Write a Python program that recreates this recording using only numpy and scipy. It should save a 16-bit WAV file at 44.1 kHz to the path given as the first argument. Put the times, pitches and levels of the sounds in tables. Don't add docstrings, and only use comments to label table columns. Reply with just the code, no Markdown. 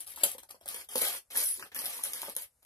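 import sys
import numpy as np
from scipy import signal
from scipy.fft import rfft, irfft
from scipy.io import wavfile
from scipy.ndimage import uniform_filter1d, minimum_filter1d

SR = 44100
rng = np.random.default_rng(int(sys.argv[2]) if len(sys.argv) > 2 else 0)


def volts_from_db(level):
    exponent = np.asarray(level, float) / 20
    return 10 ** exponent


def wav_record(signal):
    frames = np.transpose(np.atleast_2d(signal))
    bounded = np.clip(frames, -1, 1)
    quanta = np.round(bounded * 32767).astype(np.int16)
    wavfile.write(sys.argv[1], SR, quanta)


N = 116865


def evened(x):
    return x / np.sqrt(np.mean(x ** 2) + 1e-20)


def read(points, hz):
    f, value = np.transpose(points)
    return np.interp(np.log(hz + 1), np.log(f + 1), value)


def add(mix, start_s, sound):
    part = mix[..., round(start_s * SR):][..., :sound.shape[-1]]
    part += sound[..., :part.shape[-1]]


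def colour(x, points, slope=1.):
    hz = abs(np.fft.fftfreq(4096, 1 / SR))
    log_gain = slope * np.log(volts_from_db(read(points, hz)))
    phase = -signal.hilbert(log_gain).imag
    taps = np.fft.ifft(np.exp(log_gain + 1j * phase)).real[:2048]
    if slope == 1:
        taps = taps / np.linalg.norm(taps)
    return signal.oaconvolve(x, taps)[:len(x)]


def resonate(x, hz, width_hz):
    turn = np.exp(2j * np.pi * np.cumsum(hz * np.ones(len(x))) / SR)
    r = np.exp(-np.pi * width_hz / SR)
    smooth = signal.lfilter([1 - r], [1, -r], x / turn)
    return 2 * (turn * smooth).real


# (pitch [Hz], level [dB per Hz])
AIR_SPECTRUM = [(15, -38.5), (25, -6.5), (249, -2), (335, -12), (503, 0.5), (2760, -11.5), (3340, -15.5),
                (11300, 1), (16000, -30)]


def air(busy):
    a, b, c = rng.standard_normal((3, N))
    hiss = np.array([colour(a, AIR_SPECTRUM), colour(0.46 * a + 0.6 * b, AIR_SPECTRUM)])
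    rumble = [resonate(resonate(c + k * b, 66, 58), 66, 58) for k in (.17, -.17)]
    rumble = evened(np.array(rumble))
    busy_power = abs(uniform_filter1d(busy ** 2, size=2000))
    busy_db = np.clip(10 * np.log10(busy_power + 1e-9), -75, -52)
    return volts_from_db(-74.5) * hiss + volts_from_db(-75.5 + 0.4 * (busy_db + 50.0)) * rumble


def creases(low_hz, high_hz, cycles):
    creases_per_s, spread_db = 6000, 3.5
    size = volts_from_db(spread_db * np.minimum(rng.exponential(1, N), 5))
    size = size * (rng.random(N) < creases_per_s / SR) * rng.choice([-1., 1.], N)
    kind, out = rng.integers(0, 24, N), np.zeros(N)
    for k, hz in enumerate(np.geomspace(low_hz, high_hz, 24)):
        u = np.arange(400) / SR * hz
        grain = np.sin(2 * np.pi * u) * np.exp(-u / cycles)
        out += signal.oaconvolve(size * (kind == k), grain / np.linalg.norm(grain))[:N]
    spectrum = rfft(out)
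    smooth_power = uniform_filter1d(abs(spectrum) ** 2, size=1500)
    return evened(irfft(spectrum / np.sqrt(smooth_power + 1e-9), N))


# (pitch [Hz], level [dB per Hz])
FILM_SPECTRUM = [(880, -57.5), (1500, -26.5), (3580, -20.5), (7000, -21), (10500, -7.5), (13900, -15.5),
                 (14600, -32), (16500, -34)]
# (pitch [Hz], level [dB per Hz])
BOX_SPECTRUM = [(60, -12), (200, -16), (330, -13.5), (540, -2), (1000, -5.5), (2500, -4), (5000, -6.5),
                (9000, -15.5)]
# (start [s], length [s], first level [dB], last level [dB], box share [dB])
PULLS = [(0, 0.036, -45.5, -56, -4), (0.063, 0.059, -51, -50, -0.5), (0.136, 0.013, -67, -58.5, 7.5),
         (0.164, 0.076, -48.5, -50.5, 4.5), (0.233, 0.006, -34, -33.5, -4.5), (0.244, 0.1, -37.5, -51.5, 1),
         (0.383, 0.017, -44.5, -82, 6.5), (0.428, 0.01, -57, -65, 5), (0.488, 0.0072, -60, -61, 6.5),
         (0.504, 0.011, -52, -56.5, 4.5), (0.545, 0.018, -61, -73.5, 7.5), (0.606, 0.035, -71.5, -72, 10),
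         (0.656, 0.028, -54, -55, 6.5), (0.687, 0.13, -43, -49.5, 3), (0.836, 0.0075, -55, -64, -1),
         (0.887, 0.093, -48.5, -47, 2), (0.962, 0.039, -38.5, -34.5, -2), (1.008, 0.17, -30.5, -45.5, 2.5),
         (1.302, 0.055, -51, -45, 3.5), (1.345, 0.03, -41.5, -34.5, -1.5), (1.369, 0.058, -32, -35.5, -3),
         (1.423, 0.099, -34, -43.5, -17), (1.538, 0.045, -41.5, -49, -10), (1.592, 0.084, -52, -63.5, 9),
         (1.716, 0.013, -57.5, -63, 12.5), (1.746, 0.12, -42, -46, 0.5), (1.839, 0.23, -41.5, -49.5, 0),
         (2.033, 0.089, -39.5, -48.5, -1), (2.137, 0.074, -42.5, -47, 1.5), (2.213, 0.11, -46, -54.5, 6.5),
         (2.367, 0.077, -42, -53.5, 1), (2.623, 0.011, -68, -73, 4)]


def pulls():
    box_level_db, rise_s, release_db_per_s, clump_db = -7.5, 0.0014, 1300, 2
    t, film_power, box_power = np.arange(N) / SR, np.zeros(N), np.zeros(N)
    for start, length, first_db, last_db, box_db in PULLS:
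        u = np.clip((t - start) / length, 0, 1)
        release_db = release_db_per_s * np.maximum(t - start - length, 0)
        level = volts_from_db(first_db + (last_db - first_db) * u - release_db)
        level = level * np.clip((t - start) / rise_s + (start == 0), 0, 1)
        film_power = film_power + level ** 2
        box_power = box_power + (level * volts_from_db(box_db + box_level_db)) ** 2
    slow_noise = uniform_filter1d(uniform_filter1d(rng.standard_normal(N), size=150), size=90)
    clumps = evened(volts_from_db(clump_db * evened(slow_noise)))
    film = np.sqrt(film_power) * colour(creases(2810, 15100, cycles=2.4), FILM_SPECTRUM)
    box = np.sqrt(box_power) * colour(creases(306.0, 9120, cycles=1.62), BOX_SPECTRUM)
    return clumps * (film + box)


# (time [s], peak level [dB], body share [dB])
SNAPS = [(0.0007, -20, -28), (0.0076, -34, -31), (0.0467, -39, -19), (0.0695, -33.5, -16.5),
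         (0.0769, -29.5, -12), (0.1376, -33, -17), (0.1606, -33, -19), (0.1629, -30.5, -16),
         (0.1659, -34, -23.5), (0.1817, -39, -23), (0.1875, -35, -27.5), (0.2266, -34, -21),
         (0.2345, -22, -14), (0.2355, -10, -21), (0.2364, -13, -23.5), (0.2373, -17.5, -14),
         (0.2383, -5, -24.5), (0.2384, -11.5, -22.5), (0.2395, -23, -17), (0.2404, -10.5, -19.5),
         (0.2417, -10.5, -20.5), (0.2427, -19, -16.5), (0.2433, -17, -14), (0.2441, -21, -11),
         (0.245, -28, -17), (0.2543, -20, -16.5), (0.2624, -22, -22), (0.3168, -23, -22),
         (0.3826, -31.5, -14), (0.3935, -35, -16), (0.4032, -43, -14), (0.4328, -40, -13),
         (0.4346, -38.5, -11.5), (0.4941, -39, -15), (0.508, -39.5, -14.5), (0.51, -30, -6.5),
         (0.6127, -44.5, -18), (0.6595, -30.5, -19), (0.6798, -22.5, -25), (0.6841, -32, -19),
         (0.688, -17.5, -17), (0.745, -25, -23), (0.7468, -28, -8), (0.8435, -45, -18.5),
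         (0.8477, -40, -25), (0.8895, -32, -14.5), (0.9149, -36, -26), (0.9268, -38, -14.5),
         (0.9555, -22, -16.5), (0.9574, -15.5, -13.5), (0.9594, -18, -12), (0.9806, -13.5, -28.5),
         (0.9828, -23, -16.5), (1.0148, -22, -15), (1.019, -26, -21), (1.021, -19, -15.5),
         (1.0229, -19.5, -15.5), (1.055, -23, -20), (1.0846, -18.5, -25),
         (1.311, -33.5, -12), (1.3738, -17, -28), (1.46, -22.5, -33), (1.481, -28, -26),
              (1.4854, -28, -25), (1.5137, -32, -30), (1.597, -30, -10), (1.7473, -22.5, -16),
              (1.791, -20, -3.5), (1.8181, -27, -25), (1.8482, -24, -19), (1.858, -18, -20),
              (1.8628, -22, -15), (1.9058, -27, -19), (1.979, -32, -20), (2.0348, -27, -17),
              (2.038, -12, -23), (2.0397, -31.5, -14), (2.0608, -25, -14), (2.1345, -19.5, -2.5),
              (2.1376, -20.5, -19), (2.2183, -18.5, -16), (2.221, -30, -22), (2.2267, -31.5, -12),
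              (2.2917, -30, -22), (2.2981, -26, -30), (2.3518, -31.5, -26), (2.3532, -36, -23),
              (2.3656, -15.5, -37), (2.366, -21.5, -15), (2.3695, -40, -28), (2.3859, -29, -23),
              (2.6292, -48.5, -13)]


def snaps():
    out, t, rows = np.zeros(N), np.arange(400) / SR, SNAPS
    noises = rng.standard_normal((len(rows), 400))
    for (start, db, body_db), noise in zip(rows, noises):
        burst = noise * np.exp(-.5 * ((t - .001) / .00033) ** 2)
        top = colour(burst, FILM_SPECTRUM)
        body = resonate(burst, 4300 * volts_from_db(1.4 * noise[0]), 2600)
        tick = top / abs(top).max() + volts_from_db(body_db - 3.0) * body / abs(body).max()
        add(out, start - .0012, volts_from_db(db - 0.32) * tick)
    return out


# (time [s], peak level [dB], pitch [Hz])
KNOCKS = [(0.176, -40.5, 800), (0.215, -40, 1700), (0.235, -26, 573), (0.244, -33, 830), (0.35, -43, 510),
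          (0.383, -45, 1070), (0.434, -48, 910), (0.506, -45.5, 750.0), (0.514, -50, 766),
          (0.546, -45.5, 613), (0.613, -51, 644), (0.66, -46.5, 494), (0.746, -42.5, 485),
          (0.927, -44, 900.0), (0.957, -24.5, 507), (0.965, -45, 584), (0.973, -35, 520.0),
          (1.019, -27, 517), (1.028, -32.5, 1090), (1.307, -49, 1660.0), (1.348, -40.5, 790.0),
          (1.356, -30.5, 1790), (1.373, -37.5, 906), (1.38, -35, 1530), (1.597, -38.5, 1980),
          (1.627, -31, 1660), (1.661, -47.5, 446), (1.722, -47, 1670), (1.764, -29.5, 1720),
          (1.992, -39, 1200), (2.133, -53, 1460), (2.163, -35.5, 2000), (2.233, -29, 968),
          (2.284, -34.5, 547), (2.366, -40.5, 534), (2.63, -61, 500.0)]


def knocks():
    out, t = np.zeros(N), np.arange(3000) / SR
    noises = rng.standard_normal((len(KNOCKS), 3000))
    for (start, db, hz), noise in zip(KNOCKS, noises):
        blow = (0.69 + uniform_filter1d(noise, size=12) * 3) * np.exp(-t / 0.00066)
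        ring = resonate(blow, hz, 0.25 * hz)
        ring = ring + volts_from_db(-8.0) * resonate(blow, 1.6 * hz, 0.21 * hz)
        if hz < 700:
            ring = ring + volts_from_db(-20) * resonate(blow, 220, 67)
        add(out, start - .0012, volts_from_db(db + 0.2) * ring / abs(ring).max())
    return out


# (start [s], length [s], first pitch [Hz], last pitch [Hz], level [dB])
SQUEAKS = [
    (1.364, 0.029, 9700, 10260, -34.5),
    (1.446, 0.076, 10070, 10460, -34),
    (1.51, 0.028, 10590, 10480, -35.5),
    (1.566, 0.086, 367, 423, -61),
    (1.75, 0.13, 189, 160, -66),
]


def squeaks():
    out = np.zeros(N)
    for start, length, first_hz, last_hz, db in SQUEAKS:
        u = np.arange(0, length, 1 / SR) / length
        hz = first_hz + (last_hz - first_hz) * u
        whistle = evened(resonate(rng.standard_normal(len(u)), hz, 71))
        add(out, start, volts_from_db(db) * np.sqrt(np.sin(np.pi * u)) * whistle)
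    return out


def room(x):
    t60_s, level_db, wide_hz = 0.12, 1, 509
    taps = np.zeros((3, 2, 9000))
    at = np.arange(60, 8980, 20) + rng.integers(0, 20, (3, 2, 446))
    np.put_along_axis(taps, at, rng.choice([-1., 1.], at.shape), 2)
    taps = taps * volts_from_db(-60 * np.arange(9000) / SR / t60_s)
    bass = signal.filtfilt(*signal.butter(1, wide_hz, fs=SR), taps[:, 0] - taps[:, 1])
    taps = np.stack([taps[:, 0], taps[:, 1] + bass], axis=1) / np.linalg.norm(taps[0, 0])
    turn = 2 * np.pi * (np.arange(N) / SR * 5 + np.arange(3)[:, None] / 3)
    fed = x * np.sqrt(2 / 3) * np.cos(turn)
    return volts_from_db(level_db) * signal.fftconvolve(fed[:, None], taps, axes=2).sum(0)[:, :N]


# (time [s], delay of right port [samples], left-right level [dB])
PLACE = [
    (0, 12, 3),
    (.5, 10, 1),
    (.8, 8, 0),
    (1.2, 7, 0),
    (2.65, 7, 0),
]


def place(near, wet):
    s, lag, pan_db = np.transpose(PLACE)
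    n = np.arange(N)
    delay = np.round(np.interp(n / SR, s, lag)).astype(int)
    late = near[np.maximum(n - delay, 0)]
    side = volts_from_db(np.interp(n / SR, s, pan_db) / 2)
    return (np.array([near, late]) + wet) * [side, 1 / side]


def scene():
    ticks = snaps()
    near = pulls() + knocks() + squeaks()
    near = signal.lfilter(*signal.butter(2, 140.5, "high", fs=SR), near)
    wet = room(near + volts_from_db(-4.5) * ticks)
    near = near + ticks
    return place(near, wet) + air(near)


# (pitch [Hz], left-right level [dB])
PORT_BALANCE = [(100, -0.5), (2000, 0.5), (4000, 0), (8000, -4), (11000, 3), (14000, 6)]


def ports(dry):
    left = colour(dry[0], PORT_BALANCE, slope=0.46)
    right = colour(dry[1], PORT_BALANCE, slope=-0.496)
    return np.array([left, right])


def thin_out(x):
    edge_hz, attack_db, hole_db = 14250, 11, -2.5
    hz, _, z = signal.stft(x, SR, nperseg=256)
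    power = (abs(z) ** 2).sum((0, 1)) + 1e-14
    attack = power > volts_from_db(2 * attack_db) * minimum_filter1d(power, size=4, origin=1)
    attack &= power > volts_from_db(8) * minimum_filter1d(power, size=4, origin=-2)
    kept = np.maximum(hz[:, None] < edge_hz, attack)
    x = signal.istft(z * kept, SR, nperseg=256)[1][:, :N]

    hz, _, z = signal.stft(x, SR, nperseg=1024)
    power = uniform_filter1d((abs(z) ** 2).sum(0)[:512], size=3, axis=1)
    band = np.repeat(power.reshape(64, 8, -1).mean(1), 8, axis=0)
    weak = band < volts_from_db(hole_db) ** 2 * uniform_filter1d(band, size=64, axis=0)
    weak = weak * ((hz[:512] > 2400) & (hz[:512] < 7800))[:, None]
    kept = np.pad(1 - weak, ((0, 1), (0, 0)))
    return signal.istft(z * kept, SR, nperseg=1024)[1][:, :N]


def top_cut(x):
    return signal.sosfilt(signal.butter(12, 16460, fs=SR, output="sos"), x)


def record(dry):
    ceiling = .62
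    limited = ceiling * np.tanh(ports(dry) / ceiling)
    mix = thin_out(limited)
    return top_cut(mix)


dry = scene()
out = record(dry)
wav_record(out)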